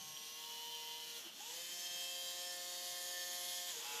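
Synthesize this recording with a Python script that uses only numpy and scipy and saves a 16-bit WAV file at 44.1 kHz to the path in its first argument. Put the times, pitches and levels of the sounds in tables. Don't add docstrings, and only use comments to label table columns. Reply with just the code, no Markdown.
import sys
import numpy as np
from scipy import signal
from scipy.fft import rfft, irfft, next_fast_len
from scipy.io import wavfile

SR = 44100
rng = np.random.default_rng(int(sys.argv[2]) if len(sys.argv) > 2 else 0)


def persist_wave(psi):
    counts = np.round(np.clip(psi, -1, 1) * 32767).astype(np.int16)
    wavfile.write(sys.argv[1], SR, np.atleast_2d(counts).T)


N = 176400


def first_move():
    # time in seconds, shaft turns per second.
    speed = [(0, 154.3), (.31, 154.4), (.41, 156.0), (.63, 156.3), (.74, 157.0), (.85, 156.1), (.97, 157.3),
             (1.195, 156.6), (1.25, 117), (1.3, 112), (1.36, 92)]
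    # time in seconds, gain in dB.
    effort = [(0, -2), (.3, -1), (0.549, -0.5), (.8, -0.5), (1.0, -0.5), (1.17, 1), (1.27, -0.5),
              (1.31, -6.5), (1.37, -2)]
    # frequency in Hz, relative level in dB.
    body = [(100, -118), (220, -102), (900, -100), (1500, -101), (1950, -99), (2350, -100), (2700, -92),
            (3100, -84), (3750, -91), (4250, -87), (5000, -93.5), (5800, -87), (7000, -95), (8000, -99),
            (10600, -100), (11700, -92.5), (12600, -100), (15000, -100)]
    steady = dict(orders=[4, 26, 11, 13, 15, 16, 18, 21, 27],
              db=[-76, -65, -72, -70, -72, -72, -63.5, -64, -68])
    # shaft multiple, rows of seconds and relative dB.
    swells = [dict(order=3, db=[(0, -73.5), (.3, -72.5), (.5, -66), (1.19, -64), (1.22, -70), (1.265, -51),
              (1.3, -65)]), dict(order=5, db=[(0, -63), (.17, -73), (.5, -74), (1.0, -79)]),
              dict(order=6, db=[(0, -68), (.35, -71), (.46, -57.5), (.55, -57), (.95, -57.5), (1.1, -69.5),
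              (1.18, -70), (1.22, -76)]), dict(order=7, db=[(0, -64.5), (.35, -64.5), (.7, -77),
              (1.3, -75)]), dict(order=19, db=[(0, -62), (.33, -76), (.47, -54.5), (.64, -54.5), (.76, -57),
              (1.15, -59), (1.22, -70)]), dict(order=20, db=[(0, -62), (.5, -68), (.64, -62), (.73, -51.5),
              (.84, -56), (.94, -56), (1.08, -66)]), dict(order=37, db=[(0, -64), (.25, -59), (.45, -75),
              (.75, -65), (1.15, -66)]), dict(order=39, db=[(0, -60), (.1, -61), (.17, -67), (.26, -54),
              (.4, -63), (1.0, -79)]), dict(order=42, db=[(0, -58), (.1, -59), (.25, -69), (1.0, -70)])]
    return motor(speed, effort, body, steady, swells, buzz_db=-3.0, grind_db=-2.0)


def second_move():
    speed = [(1.33, 105), (1.385, 118), (1.41, 139), (1.47, 157), (1.55, 168.5), (1.62, 173.3),
             (1.78, 175.4), (2.0, 176.5), (2.3, 176.9), (2.49, 177.9), (2.57, 177.5), (3.18, 177.8),
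             (3.5, 177.6), (3.71, 177.7), (3.74, 158), (3.8, 156), (4.0, 156.3)]
    effort = [(1.309, -34), (1.35, -13), (1.4, -3.5), (1.56, -0.5), (1.8, -1), (2.2, -2), (2.7, -0.5),
              (3.1, 0), (3.46, 0.5), (3.7, 0), (3.78, -2.5), (3.86, -8), (4.0, -8)]
    body = [(100, -118), (220, -101), (850, -95), (1400, -101), (1900, -89.5), (2300, -97.5), (2800, -89),
            (3200, -83), (3900, -86), (4400, -84.5), (5700, -85), (6800, -83), (8000, -90.5), (9600, -96),
            (11400, -89.5), (13000, -92.5), (15000, -100)]
    steady = dict(orders=[2, 7, 21, 9, 11, 12, 14, 17, 19, 20, 24, 39],
              db=[-73, -73, -62, -72, -71, -66, -70, -63, -66, -66, -66, -62])
    swells = [dict(order=3, db=[(1.35, -62), (1.38, -44), (1.405, -66), (1.44, -57), (1.47, -66),
              (1.5, -59), (1.53, -66), (1.59, -58), (1.66, -69), (1.87, -67), (2.03, -59), (3.0, -61),
              (3.7, -64), (3.75, -60), (3.775, -48), (3.82, -55), (3.89, -56.5), (3.94, -44), (4.0, -49)]),
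              dict(order=4, db=[(1.5, -77), (1.59, -64.5), (1.66, -82), (1.73, -65.5), (2.0, -62),
              (2.7, -60.5), (3.69, -60), (3.74, -65), (3.8, -78)]), dict(order=6, db=[(1.385, -72),
              (1.41, -46.5), (1.45, -57), (1.5, -60), (1.58, -74), (1.8, -71), (2.1, -65.5), (3.7, -67.5),
              (3.77, -53), (3.77, -53), (3.81, -68), (4.0, -56)]), dict(order=10, db=[(1.6, -67),
              (1.72, -65), (1.9, -64), (2.25, -62.5), (2.5, -58.5), (2.8, -65), (3.15, -56.5), (3.4, -63),
              (3.7, -60.5)]), dict(order=15, db=[(1.55, -62), (1.88, -59.5), (2.07, -54), (2.4, -65),
              (3.5, -83)]), dict(order=18, db=[(1.5, -57), (1.67, -49), (1.79, -56), (1.95, -47),
              (2.29, -48), (2.35, -57), (2.42, -51), (2.53, -55), (2.6, -64), (2.95, -57.5), (3.25, -55),
              (3.4, -62), (3.7, -62)]), dict(order=25, db=[(1.6, -61), (2.55, -65), (2.75, -58),
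              (3.7, -64.5)]), dict(order=27, db=[(2.0, -72), (2.18, -53), (2.55, -66), (3.7, -68)]),
              dict(order=30, db=[(1.65, -62), (1.87, -53), (2.07, -55), (2.2, -75), (2.5, -51.5),
              (2.65, -69), (3.12, -68), (3.25, -57), (3.4, -75)]), dict(order=33, db=[(1.6, -70),
              (2.5, -72), (2.65, -65), (3.7, -62.5)])]
    brush = dict(orders=[63, 65, 69, 72, 75, 81], db=[-59.5, -68, -66, -70, -67, -69])
    # time in seconds, gain in dB.
    brush_rise = [(1.5, -29), (2.1, -2), (2.7, -6.5), (3.5, -1), (3.71, -3.5), (3.76, -4)]
    whistle = [dict(order=k, db=[(at, db + rise) for at, rise in brush_rise])
               for k, db in zip(brush["orders"], brush["db"])]
    return motor(speed, effort, body, steady, swells + whistle, buzz_db=-3.5, grind_db=-3.0)


def third_move():
    speed = [(3.74, 84.7), (3.8, 122.1), (3.85, 137.7), (3.9, 142.2), (4.0, 143.9)]
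    effort = [(3.72, -5.5), (3.8, -1.5), (3.87, -1.5), (3.94, -0.5), (4.0, 0)]
    body = [(100, -115), (250, -100.5), (900, -88), (1500, -93), (2300, -87.5), (2750, -88), (3250, -79),
            (4000, -86), (5300, -86.5), (6900, -84.5), (8300, -94), (10000, -96), (11700, -90),
            (15000, -100)]
    steady = dict(orders=[7, 8, 9, 10, 11, 16, 18, 19, 22, 23],
              db=[-64, -68, -65, -65, -65, -66, -62, -57, -58, -62])
    swells = [dict(order=6, db=[(3.82, -79), (3.86, -50.5), (4.0, -57.5)])]
    return motor(speed, effort, body, steady, swells, buzz_db=-5.5, grind_db=-1)


def motor(speed, effort, body, steady, swells, buzz_db, grind_db):
    time = np.arange(N) / SR
    running = (time >= effort[0][0] - .05) & (time <= effort[-1][0] + .05)
    t = time[running]
    hz = curve(speed, t)
    slack = 1 - hz / hz.max()
    jitter = np.hypot(0.00051, .2 * slack ** 1.5)
    hz = hz * (1 + jitter * wander(t, hz=45.03))
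    angle = 2 * np.pi * np.cumsum(hz) / SR
    partials = list(zip(steady["orders"], steady["db"]))
    partials += [(swell["order"], curve(swell["db"], t)) for swell in swells]
    whine = sum(whine_partial(t, angle, k, db, slack) for k, db in partials)
    buzz = undb(buzz_db - 21 * slack) * gear_buzz(t, hz, angle, body, [k for k, _ in partials])
    grind = undb(grind_db - 2 * slack) * tooth_grind(t, angle, body)
    load = undb(0.78 * wander(t, hz=22.18))
    stems = np.zeros((2, N))
    stems[:, running] = np.array([whine, (buzz + grind) * load]) * undb(curve(effort, t))
    return stems


def whine_partial(t, angle, multiple, db, slack):
    waver_db = (1.26 + 0.0269 * multiple) * wander(t, hz=12)
    stutter_db = 43 * slack * np.abs(wander(t, hz=51.1))
    detune_db = 3.5 * slack * multiple
    depth, flutter_hz = 0.3 * np.tanh(multiple / 23), 70.14
    flutter = depth * (wander(t, flutter_hz) + 1j * wander(t, flutter_hz))
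    tone = (1 + flutter) * np.exp(1j * (multiple * angle + 2 * np.pi * rng.random()))
    return np.sqrt(2) * undb(db + waver_db - stutter_db - detune_db) * tone.imag


def gear_buzz(t, hz, angle, body, whining):
    change_hz, accent_db = 4.03, 3
    out = np.zeros(len(t))
    partial = turn = np.exp(1j * angle)
    for k in range(2, 100):
        partial = partial * turn
        if k not in whining:
            gain = gain_at(body, k * hz) * undb(accent_db * (k % 3 == 0))
            out += gain * (partial.real * wander(t, change_hz) + partial.imag * wander(t, change_hz))
    return out * np.sqrt(hz)


def tooth_grind(t, angle, body):
    contacts_per_s, size_spread = 20000, 0.36
    contacts = (rng.random(N) < contacts_per_s / SR) * np.sign(rng.standard_normal(N))
    contacts *= np.exp(size_spread * rng.standard_normal(N))
    throb = 1 + 0.13 * np.cos(angle)
    return colour(contacts[:len(t)] / contacts.std() * throb, body)


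def arm_strains():
    # peak time and half-length in seconds, centre and bandwidth in Hz, level in dB.
    strains = [(1.257, 0.11, 1420, 2200, -63.5), (1.26, .05, 3040, 530, -58),
               (1.44, 0.11, 1580, 1700, -67.5), (1.47, 0.12, 3120, 760, -55.5),
               (1.532, 0.037, 896, 170, -63.5), (3.52, 0.37, 3280, 400, -56), (3.99, 0.028, 2860, 300, -55)]
    t, out = np.arange(N) / SR, np.zeros(N)
    for at, half_s, hz, width_hz, db in strains:
        band = signal.butter(2, [hz - width_hz / 2, hz + width_hz / 2], "bandpass", fs=SR, output="sos")
        ring = signal.sosfilt(band, rng.standard_normal(N))
        out += ring / ring.std() * hump(t, at, half_s, db)
    return out


def tooth_rasps():
    # peak time and half-length in seconds, knocks per second, ring pitch in Hz, level in dB.
    runs = [(0.167, 0.024, 155, 3200, -54), (.15, .2, 155, 5950, -61.5), (0.417, 0.082, 155, 3230, -59),
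            (.95, 0.18, 157, 3130, -59.5), (3.48, 0.093, 89, 3280, -54), (3.68, 0.03, 89, 3220, -55)]
    ring_t60_s, rate_jitter, scatter_db = 0.016, .08, 2.5
    t, out = np.arange(N) / SR, np.zeros(N)
    ring_t = t[:SR // 20]
    for at, half_s, rate_hz, ring_hz, db in runs:
        count = np.cumsum(rate_hz * (1 + rate_jitter * wander(t, rate_hz / 2))) / SR
        knocks = np.diff(np.floor(count), prepend=0) * undb(scatter_db * rng.standard_normal(N))
        ring = np.sin(2 * np.pi * ring_hz * ring_t) * np.exp(-np.log(1000) * ring_t / ring_t60_s)
        rasp = signal.fftconvolve(knocks, np.gradient(ring))[:N]
        out += rasp / rasp.std() * hump(t, at, half_s, db)
    return out


def bumps():
    # peak time and half-length in seconds, level in dB.
    thuds = [(0.05, 0.078, -64.5), (1.94, 0.047, -78), (2.917, 0.032, -74.5), (3.477, 0.053, -76)]
    # frequency in Hz, relative level in dB.
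    spectrum = [(40, -37), (90, -25), (135, 5), (190, -1.5), (280, -28), (600, -35)]
    t = np.arange(N) / SR
    rumble = colour(rng.standard_normal(N), spectrum)
    return rumble / rumble.std() * sum(hump(t, at, half_s, db) for at, half_s, db in thuds)


def kitchen_reverb(x, t60_s=0.45, wet_db=-7.5):
    t = np.arange(SR // 2) / SR
    tail = rng.standard_normal(len(t)) * np.exp(-np.log(1000) * t / t60_s)
    return x + undb(wet_db) * signal.fftconvolve(x, tail / np.linalg.norm(tail))[:N]


def room_tone():
    # frequency in Hz, level in dB per Hz.
    air = [(25, -138), (55, -130), (85, -106), (120, -106), (180, -99), (300, -102), (1000, -107),
           (4000, -109), (15000, -112)]
    return colour(rng.standard_normal(N), air)


def undb(db):
    return 10 ** (np.asarray(db) / 20)


def curve(rows, t):
    return np.interp(t, *np.array(rows, float).T)


def hump(t, at, half_s, db):
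    return undb(db) * np.exp(-((t - at) / half_s) ** 2)


def wander(t, hz):
    return np.interp(t * hz + rng.random(), np.arange(512), rng.standard_normal(512)) * np.sqrt(3 / 2)


def gain_at(rows, hz):
    points_hz, db = np.array(rows, float).T
    return undb(np.interp(np.log(np.maximum(hz, 1)), np.log(points_hz), db))


def colour(x, rows):
    size = next_fast_len(len(x))
    spectrum = rfft(x, size) * gain_at(rows, np.fft.rfftfreq(size, 1 / SR))
    return irfft(spectrum, size)[:len(x)] * np.sqrt(SR / 2)


def scene():
    whine, gears = first_move() + second_move() + third_move()
    mono = whine + kitchen_reverb(gears + arm_strains() + tooth_rasps()) + bumps() + room_tone()
    return np.array([mono, mono])


def record(dry):
    top_hz = 15400
    return signal.sosfilt(signal.ellip(12, .1, 80, top_hz, fs=SR, output="sos"), dry)


dry = scene()
out = record(dry)
persist_wave(out)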